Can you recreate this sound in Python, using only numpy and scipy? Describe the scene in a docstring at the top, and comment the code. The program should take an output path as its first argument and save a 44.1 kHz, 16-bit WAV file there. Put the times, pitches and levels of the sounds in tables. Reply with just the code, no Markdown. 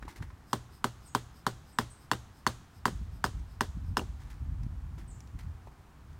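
"""Tent peg at a woodland campsite

Close to the microphone, a hammer drives a steel peg into packed earth with eleven even blows.
A sleeve swishes ahead of each blow, which clicks, knocks, thuds in the ground and scrapes the peg
deeper; the clearing and the far trunks return a faint tail. Gear knocks and rustles, and a small bird
chirps off in the hush of the trees. Handling thumps the microphone at first; later a breeze buffets it."""
import sys
import numpy as np
from scipy import signal
from scipy.fft import rfft, irfft
from scipy.io import wavfile
from scipy.ndimage import uniform_filter1d

SR = 44100
rng = np.random.default_rng(int(sys.argv[2]) if len(sys.argv) > 2 else 0)


def generate_wav(signal):
    """Clip the signal to [-1, 1] and save it as 16-bit WAV at the path in sys.argv[1]."""
    frames = np.transpose(np.atleast_2d(signal))
    scaled = np.clip(frames, -1, 1) * 32767
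    pcm = np.round(scaled).astype(np.int16)
    wavfile.write(sys.argv[1], SR, pcm)


N = 272979

# the far hush of the wood: (frequency [Hz], level [dB])
AIR_COLOUR = [(60, -16.5), (150, -13.5), (286, -20), (400, -25), (540, -29.5), (760, -24.5), (1100, -25),
              (1450, -28), (2220, -35), (3500, -40), (8500, -45), (10500, -49), (15500, -50)]
# low handling thumps on the microphone at the start, then the breeze: (time [s], relative level [dB])
HANDLING_LEVELS = [(0.0, -50), (0.072, -45.5), (0.118, -71), (0.216, -40.5), (0.362, -53.5), (0.42, -59)]
BREEZE_LEVELS = [(2.7, -60), (3.01, -37), (3.19, -47), (3.4, -37.5), (3.43, -44), (3.55, -48.5),
                 (3.93, -35.5), (3.98, -49), (4.03, -40), (4.39, -48), (4.42, -34.5), (5.32, -50),
                 (5.35, -37), (5.38, -50), (5.49, -36.5), (5.59, -52.5), (5.66, -48.5), (5.77, -63),
                 (5.8, -54.5), (5.89, -62.5), (6.08, -49), (6.19, -50)]
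# low rumble and small eddies at the microphone: (frequency [Hz], level [dB])
BUFFET_COLOUR = [(15, -19), (28, -16.5), (48, 2), (75, 0.5), (110, -6.5), (166, -24.5), (276, -27),
                 (420, -63), (900, -100)]
EDDY_COLOUR = [(40, -45), (90, 0.5), (150, 10), (230, -7.5), (330, -14.5), (500, -42), (1000, -63)]
# the strongest single bumps of wind: (time [s], level [dB])
WIND_BUMPS = [(0.215, -36.5), (2.929, -36.5), (3.016, -35), (3.772, -36), (3.885, -38.5), (3.917, -39),
              (4.417, -39), (4.664, -34), (5.444, -40)]

# the distant bird: (time [s], length [s], start pitch [Hz], end pitch [Hz], level at the bird [dB])
BIRD_CHIRPS = [(1.053, 0.041, 8450, 8200, -57), (1.073, 0.021, 7370, 6440, -61.5),
               (1.717, 0.043, 8500, 8000, -63.5), (1.896, 0.035, 8400, 8700, -55),
               (5.073, 0.037, 8330, 8200, -59.5), (5.103, 0.016, 8250, 6570, -57.5)]
# its echo among the trees: (frequency [Hz], t60 [s])
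BIRD_ECHO_T60 = [(4000, 0.59), (7000, 0.64), (9000, 0.35)]

# handled cloth and kit: (frequency [Hz], level [dB])
GEAR_COLOUR = [(150, 5.5), (350, 13), (600, -15), (900, 7), (1300, -1.5), (2000, -1.5), (2700, -6.5),
               (5000, -9.5), (9000, -17), (16000, -27)]
# small knocks of gear: (time [s], level [dB], hollow resonance [Hz])
GEAR_KNOCKS = [(0.0245, -38, 1780), (0.051, -37.5, 340), (0.0789, -40.5, 940), (0.201, -52, 1110),
               (0.224, -37.5, 1870), (0.303, -46, 1136), (4.979, -40.5, 330), (5.672, -44, 735)]
# rustles of tent cloth: (time [s], level [dB], t60 [s])
TENT_RUSTLES = [(.08, -49.5, 0.21), (0.096, -53.5, 0.16), (0.159, -50, 0.16), (.222, -50, 0.11),
                (4.19, -61, 0.87), (4.299, -55, 0.23), (4.98, -54, 0.21), (5.387, -52.5, 0.2)]
# faint ticks of cloth and twigs: (time [s], level [dB])
TWIG_TICKS = [(3.394, -54.5), (4.633, -52), (5.205, -52), (5.273, -54.5), (6.129, -61)]
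# the swish of a sleeve: (frequency [Hz], level [dB])
SLEEVE_COLOUR = [(1500, -16), (3000, -7), (5000, -4), (7000, -11), (8300, 1), (10200, -11), (11600, -3),
                 (15500, -10)]

# sound scattered by the clearing and by the far trunks: (frequency [Hz], level [dB])
CLEARING_COLOUR = [(100, -46), (300, 2.5), (600, 2.5), (1000, 4), (1600, 3.5), (2400, -10), (3100, -5.5),
                   (5000, -11), (7000, -14), (9000, -8.5), (10300, -17.5), (15500, -8)]
TRUNKS_COLOUR = [(100, 13), (500, -11), (1100, 3), (2300, -11), (3500, -7.5), (5000, -11.5), (6700, -2.5),
                 (8700, -9), (10300, -13), (15500, -21)]
# how each of these tails dies away: (frequency [Hz], t60 [s])
CLEARING_T60 = [(200, 0.26), (1200, 0.12), (5000, 0.22), (15000, 0.081)]
TRUNKS_T60 = [(100, 1), (1000, 0.7), (4000, 1), (7000, 0.55), (11000, 0.54), (16000, 0.43)]
# echoes off the tent and things nearby: (delay [s], level [dB])
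NEAR_ECHOES = [(.0052, -17), (.0098, -25.5), (0.0137, -20.5), (0.0253, -28), (.0262, -30.5)]

# a blow's contact click, dull knock and deep after-rumble: (frequency [Hz], level [dB])
CLICK_COLOUR = [(500, -2), (1800, 3), (2450, -7), (3050, 2.5), (4400, -2), (6000, -3), (8500, -4.5),
                (10200, -13), (11500, -8.5), (15500, -23)]
KNOCK_COLOUR = [(100, -32), (520, -37.5), (680, -12.5), (850, -3.5), (1000, 4), (1280, -3.5), (1550, -3),
                (2000, -6.5), (4000, -22)]
BOOM_COLOUR = [(20, -30), (35, -13), (55, 4.5), (85, 8), (125, -17), (200, -15), (500, -82)]
# the earth round the peg, first its long ring, then the thud: (frequency [Hz], level [dB], t60 [s])
EARTH_MODES = [(119.7, -34.5, 0.41), (177, -39, 0.14), (227.5, -31.5, 0.089), (259.6, -22.5, 0.046),
               (306.8, -37.5, 0.13), (389, -25, 0.049), (496, -34, 0.071), (621, -34, 0.057),
               (765, -28.5, 0.035)]
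# the steel peg, quickly damped by the soil: (frequency [Hz], level [dB], t60 [s])
PEG_MODES = [(2868, -35, 0.018), (3300, -46.5, 0.04), (3750, -51.5, 0.063), (4070, -60, 0.066),
             (5270, -40, 0.018), (6300, -60, 0.19), (6720, -59, 0.13), (8500, -55, 0.081)]
# hammer blows: (time [s], knock gain [dB], knock upper edge [Hz], scrape pitch [Hz], scrape gain [dB])
HAMMER_BLOWS = [(0.5306, -1, 1510, 4000, -13), (0.8424, 0, 1520, 3430, -14), (1.149, 1, 1610, 3220, -2),
                (1.466, 0.5, 1710, 4520, -2), (1.7866, 2, 1850, 4990, -6), (2.1145, 1.5, 1970, 4500, -0.5),
                (2.4657, 3, 2100, 4400, 6), (2.8552, 3, 2100, 4830, -2), (3.2412, 1.5, 1740, 5030, 1.5),
                (3.6081, 0, 1940, 5060, -2), (3.9696, 0.5, 1740, 5230, 1.5)]
# the hammer touches the peg again as it rebounds: (time [s], contact gain [dB], thud gain [dB])
HAMMER_REBOUNDS = [(2.1334, -8.5, -7.5), (2.8801, -11, -3.5), (3.263, -12.5, -41), (3.9942, -10, -7.5),
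                   (4.014, -25, -6)]


def amp(db):
    return 10 ** (np.asarray(db) / 20)


def unit_rms(x):
    return x / np.sqrt(np.mean(x ** 2) + 1e-20)


def seconds(size):
    return np.arange(size) / SR


def at_frequency(table, hz):
    """Read a table along a logarithmic frequency axis."""
    table_hz, values = np.transpose(table)
    return np.interp(np.log(hz + 1), np.log(table_hz + 1), values)


def add(mix, start_s, sound):
    part = mix[max(round(start_s * SR), 0):][:len(sound)]
    part += sound[:len(part)]


def noise(colour, size, tilt_db=0):
    """Noise of rms 1 with the given spectrum, tilted by dB per octave."""
    hz = np.fft.rfftfreq(size, 1 / SR)
    gain = amp(at_frequency(colour, hz) + tilt_db * np.log2(hz + 1))
    return unit_rms(irfft(rfft(rng.standard_normal(size)) * gain, size))


def wander(t, samples):
    """A random waver of rms 1, smoothed over this many samples."""
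    return unit_rms(uniform_filter1d(rng.standard_normal(len(t)), size=samples))


def pulse(colour, edge_hz, order, size=4096):
    """The causal pulse of peak 1 with this spectrum, cut off above edge_hz."""
    hz = abs(np.fft.fftfreq(size, 1 / SR))
    rolloff = np.sqrt(1 + (hz / edge_hz) ** (2 * order))
    log_gain = np.log(amp(at_frequency(colour, hz)) / rolloff + 1e-4)
    wave = np.fft.ifft(np.exp(np.conj(signal.hilbert(log_gain)))).real
    return wave / abs(wave).max()


def blows_by_depth():
    """Each blow with the depth that the peg has reached, 0 at the first to 1 at the last."""
    return zip(np.linspace(0, 1, len(HAMMER_BLOWS)), HAMMER_BLOWS)


def air(level_db=-58.5):
    """The steady far hush of the wood."""
    return amp(level_db) * noise(AIR_COLOUR, N)


def handling_and_breeze(gain_db=1, flutter_db=1.1, eddy_db=-15, lumps_db=5, gust_power=0.8, gust_db=-36):
    """Low handling thumps on the microphone, then lumpy gusts; stronger ones shed more small eddies."""
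    level_db = gain_db + np.interp(seconds(N), *np.transpose(HANDLING_LEVELS + BREEZE_LEVELS))
    rumble = noise(BUFFET_COLOUR, N)
    swell = np.sqrt(uniform_filter1d(abs(signal.hilbert(rumble)) ** 2, size=4000))
    lumps = np.clip(noise([(4, 0), (16, 0), (40, -60), (100, -140)], N), -2, 1.5)
    buffeting = unit_rms(rumble / swell * amp(flutter_db * lumps))
    eddies = unit_rms(noise(EDDY_COLOUR, N) * amp(lumps_db * lumps))
    eddy_level_db = gust_db + eddy_db + gust_power * (level_db - gust_db)
    return amp(level_db) * buffeting + amp(eddy_level_db) * eddies


def wind_bumps(width_s=0.0054):
    """Single eddies strike the microphone, each a short low bump."""
    out, t = np.zeros(N), seconds(4096)
    window = np.exp(-((t - t.mean()) / width_s) ** 2)
    for time, db in WIND_BUMPS:
        bump = unit_rms(noise(EDDY_COLOUR, len(t)) * window) * np.sqrt(np.mean(window ** 2))
        add(out, time - t.mean(), amp(db) * bump)
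    return out


def diffuse_tail(colour, t60_table, rise_s=0.0033, size=32768):
    """Many small reflections merge into noise that dies at its own rate in each band."""
    hz, age, spectrum = signal.stft(noise(colour, size), SR, nperseg=256)
    decay = amp(-60 * age / at_frequency(t60_table, hz)[:, None])
    tail = signal.istft(spectrum * decay, SR, nperseg=256)[1][:size]
    return tail * (1 - np.exp(-(seconds(size) / rise_s) ** 2))


def among_trees(sound, direct_db=-5.5, wet_db=-3.5):
    """A distant sound reaches the microphone with a wash of scatter from the trunks."""
    tail = diffuse_tail(TRUNKS_COLOUR, BIRD_ECHO_T60)
    wash = signal.fftconvolve(sound, tail / np.linalg.norm(tail))[:N]
    return amp(direct_db) * sound + amp(wet_db) * wash


def bird(trill_depth_hz=290, trill_rate_hz=190):
    """Thin gliding chirps with a fast, uneven trill."""
    out = np.zeros(N)
    for time, length, start_hz, end_hz, db in BIRD_CHIRPS:
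        t = seconds(round(length * SR))
        trill = np.sin(2 * np.pi * trill_rate_hz * t) + 0.89 * wander(t, samples=30)
        hz = np.linspace(start_hz, end_hz, len(t)) + trill_depth_hz * trill
        chirp = np.sin(2 * np.pi * np.cumsum(hz) / SR) * signal.windows.tukey(len(t), 0.5)
        add(out, time, amp(db) * unit_rms(chirp))
    return out


def touch(hz, t60, tilt_db, hollow_db, grain_db=3, tail_db=-26, tail_t60=1.0, softness=0.009):
    """One grainy touch of cloth or kit with a hollow resonance at hz; long ones start softly."""
    t = seconds(16000)
    rustle = noise(GEAR_COLOUR, len(t), tilt_db) * amp(grain_db * wander(t, samples=70))
    hollow = signal.lfilter(*signal.iirpeak(hz, Q=4, fs=SR), rustle)
    fade = np.hypot(amp(-60 * t / t60), amp(tail_db - 60 * t / tail_t60))
    attack = 1 - np.exp(-t / (softness * t60))
    return unit_rms(rustle + amp(hollow_db) * hollow) * fade * attack


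def gear():
    """Around the tent: short dull knocks, longer bright rustles and thin ticks."""
    out = np.zeros(N)
    for time, db, hz in GEAR_KNOCKS:
        add(out, time, amp(db) * touch(hz, t60=0.049, tilt_db=-2, hollow_db=9.5))
    for time, db, t60 in TENT_RUSTLES:
        add(out, time, amp(db) * touch(hz=1840, t60=t60, tilt_db=2.6, hollow_db=0))
    for time, db in TWIG_TICKS:
        add(out, time, amp(db) * touch(hz=6100, t60=0.027, tilt_db=2, hollow_db=1.5))
    return out


def sleeve(level_db=-64, sink_db=-6, width_s=0.041, weave_hz=5100, weave_db=10):
    """A soft swish ahead of each blow; the weave of the cloth gives it a thin pitch."""
    out, t = np.zeros(N), seconds(10000)
    window = np.exp(-((t - t.mean()) / width_s) ** 2)
    for depth, (time, *_) in blows_by_depth():
        lead_s = 0.087 if depth else 0.018
        cloth = noise(SLEEVE_COLOUR, len(t))
        weave = signal.lfilter(*signal.iirpeak(weave_hz, Q=14, fs=SR), cloth)
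        swish = unit_rms(cloth + amp(weave_db) * weave) * window
        add(out, time - lead_s - t.mean(), amp(level_db + sink_db * depth) * swish)
    return out


def scatter(near_db=-35, far_db=-52):
    """The clearing answers each blow at once; the far trunks add a long, thin wash."""
    out = np.zeros(N)
    for time, knock_db, *_ in HAMMER_BLOWS:
        clearing = diffuse_tail(CLEARING_COLOUR, CLEARING_T60, rise_s=0.012)
        trunks = diffuse_tail(TRUNKS_COLOUR, TRUNKS_T60, rise_s=0.017)
        add(out, time, amp(knock_db + near_db) * clearing + amp(knock_db + far_db) * trunks)
    return out


def beside_tent(sound):
    """The direct sound and single echoes from close by, dulled by cloth and soil."""
    out = sound.copy()
    dull = signal.sosfilt(signal.butter(1, 3500, fs=SR, output="sos"), sound)
    for delay, db in NEAR_ECHOES:
        add(out, delay, amp(db) * dull)
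    return out


def boom(t, level_db=-46.5, rise_s=0.017, t60=0.8):
    """The deep after-rumble of a blow."""
    return amp(level_db - 60 * t / t60) * (1 - np.exp(-t / rise_s)) * noise(BOOM_COLOUR, len(t))


def earth(t, thud_db, ring_db, rise_s=0.0024, detune=0.049):
    """Low modes swell as the peg pushes the soil; the damped ones shift from blow to blow."""
    (ring_hz, db, t60), *thud_modes = EARTH_MODES
    out = amp(db + ring_db - 60 * t / t60) * np.sin(2 * np.pi * ring_hz * t)
    for hz, db, t60 in thud_modes:
        hz *= 1 + detune * rng.standard_normal()
        out -= amp(db + thud_db - 60 * t / t60) * np.sin(2 * np.pi * hz * t)
    return out * (1 - np.exp(-t / rise_s))


def scrape(t, hz, peak_s=0.009, width_s=0.0033, waver=0.017, grit=0.71):
    """The peg slides deeper: a very short unsteady squeak in a rasp of grit."""
    pitch_hz = hz * (1 + waver * wander(t, samples=24))
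    squeak = np.sin(2 * np.pi * np.cumsum(pitch_hz) / SR)
    return (squeak + grit * noise(CLICK_COLOUR, len(t))) * np.exp(-((t - peak_s) / width_s) ** 2)


def peg(t, unevenness_db, detune):
    """Where the hammer lands decides which modes of the peg speak."""
    out = np.zeros(len(t))
    for hz, db, t60 in PEG_MODES:
        db += unevenness_db * rng.standard_normal()
        hz *= 1 + detune * rng.standard_normal()
        out += amp(db - 60 * t / t60) * np.sin(2 * np.pi * hz * t)
    return out


def click(t, t60):
    """Hard contact: a burst of bright noise that dies in milliseconds."""
    return noise(CLICK_COLOUR, len(t)) * amp(-60 * t / t60)


def knock(edge_hz, lag_hz=1120, unevenness_db=1.55):
    """A dull pulse, never quite the same colour, whose middle tones lag so that its pitch falls."""
    colour = [(hz, db + unevenness_db * rng.standard_normal()) for hz, db in KNOCK_COLOUR]
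    _, poles = signal.iirpeak(lag_hz, Q=1.23, fs=SR)
    return signal.lfilter(poles[::-1], poles, pulse(colour, edge_hz, order=12))  # all-pass lag


def hammer(thud_lag_s=0.00327, grip_depth=0.68, grip_db=-9):
    """Close blows and light rebounds; the knock brightens as the peg bites firmer ground."""
    out, t = np.zeros(N), seconds(20000)
    for depth, (time, knock_db, edge_hz, scrape_hz, scrape_db) in blows_by_depth():
        # as the peg sinks, the click softens and the steel rings more
        add(out, time, amp(-26.23 - 2 * depth) * click(t, t60=0.031))
        add(out, time, amp(-2 + 3 * depth) * peg(t, unevenness_db=5, detune=0.0124))
        add(out, time, amp(scrape_db - 35.5) * scrape(t, scrape_hz))
        add(out, time, -amp(knock_db - 12.5) * knock(edge_hz))
        # past grip_depth the soil damps the ring of the ground
        ring_db = -1.1 + grip_db * np.interp(depth, [grip_depth, 1], [0, 1])
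        add(out, time + thud_lag_s, earth(t, thud_db=0.05, ring_db=ring_db))
        add(out, time, boom(t))
    for time, contact_db, thud_db in HAMMER_REBOUNDS:
        # a light touch rings the peg but makes little click
        contact = amp(-26) * click(t, t60=0.0082) + peg(t, unevenness_db=6, detune=0.0081)
        add(out, time, amp(contact_db) * contact)
        add(out, time, amp(contact_db - 18) * knock(edge_hz=1700))
        add(out, time, earth(t, thud_db, ring_db=-28))
    return out


def scene(low_cut_hz=26):
    """One microphone in the clearing: close hammering, gear, a far bird, handling, wind and hush."""
    low_cut = signal.butter(3, low_cut_hz, "high", fs=SR, output="sos")
    rumble = signal.sosfilt(low_cut, handling_and_breeze() + wind_bumps())
    hammering = beside_tent(hammer()) + scatter()
    return (hammering + gear() + among_trees(bird()) + sleeve() + rumble + air())[None]


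def record(dry):
    """The recorder's band limit cuts off the highest treble."""
    low_pass = signal.firwin(301, cutoff=15950, window=("kaiser", 8), fs=SR)
    return signal.oaconvolve(dry, low_pass[None], "same")


dry = scene()
out = record(dry)
generate_wav(out)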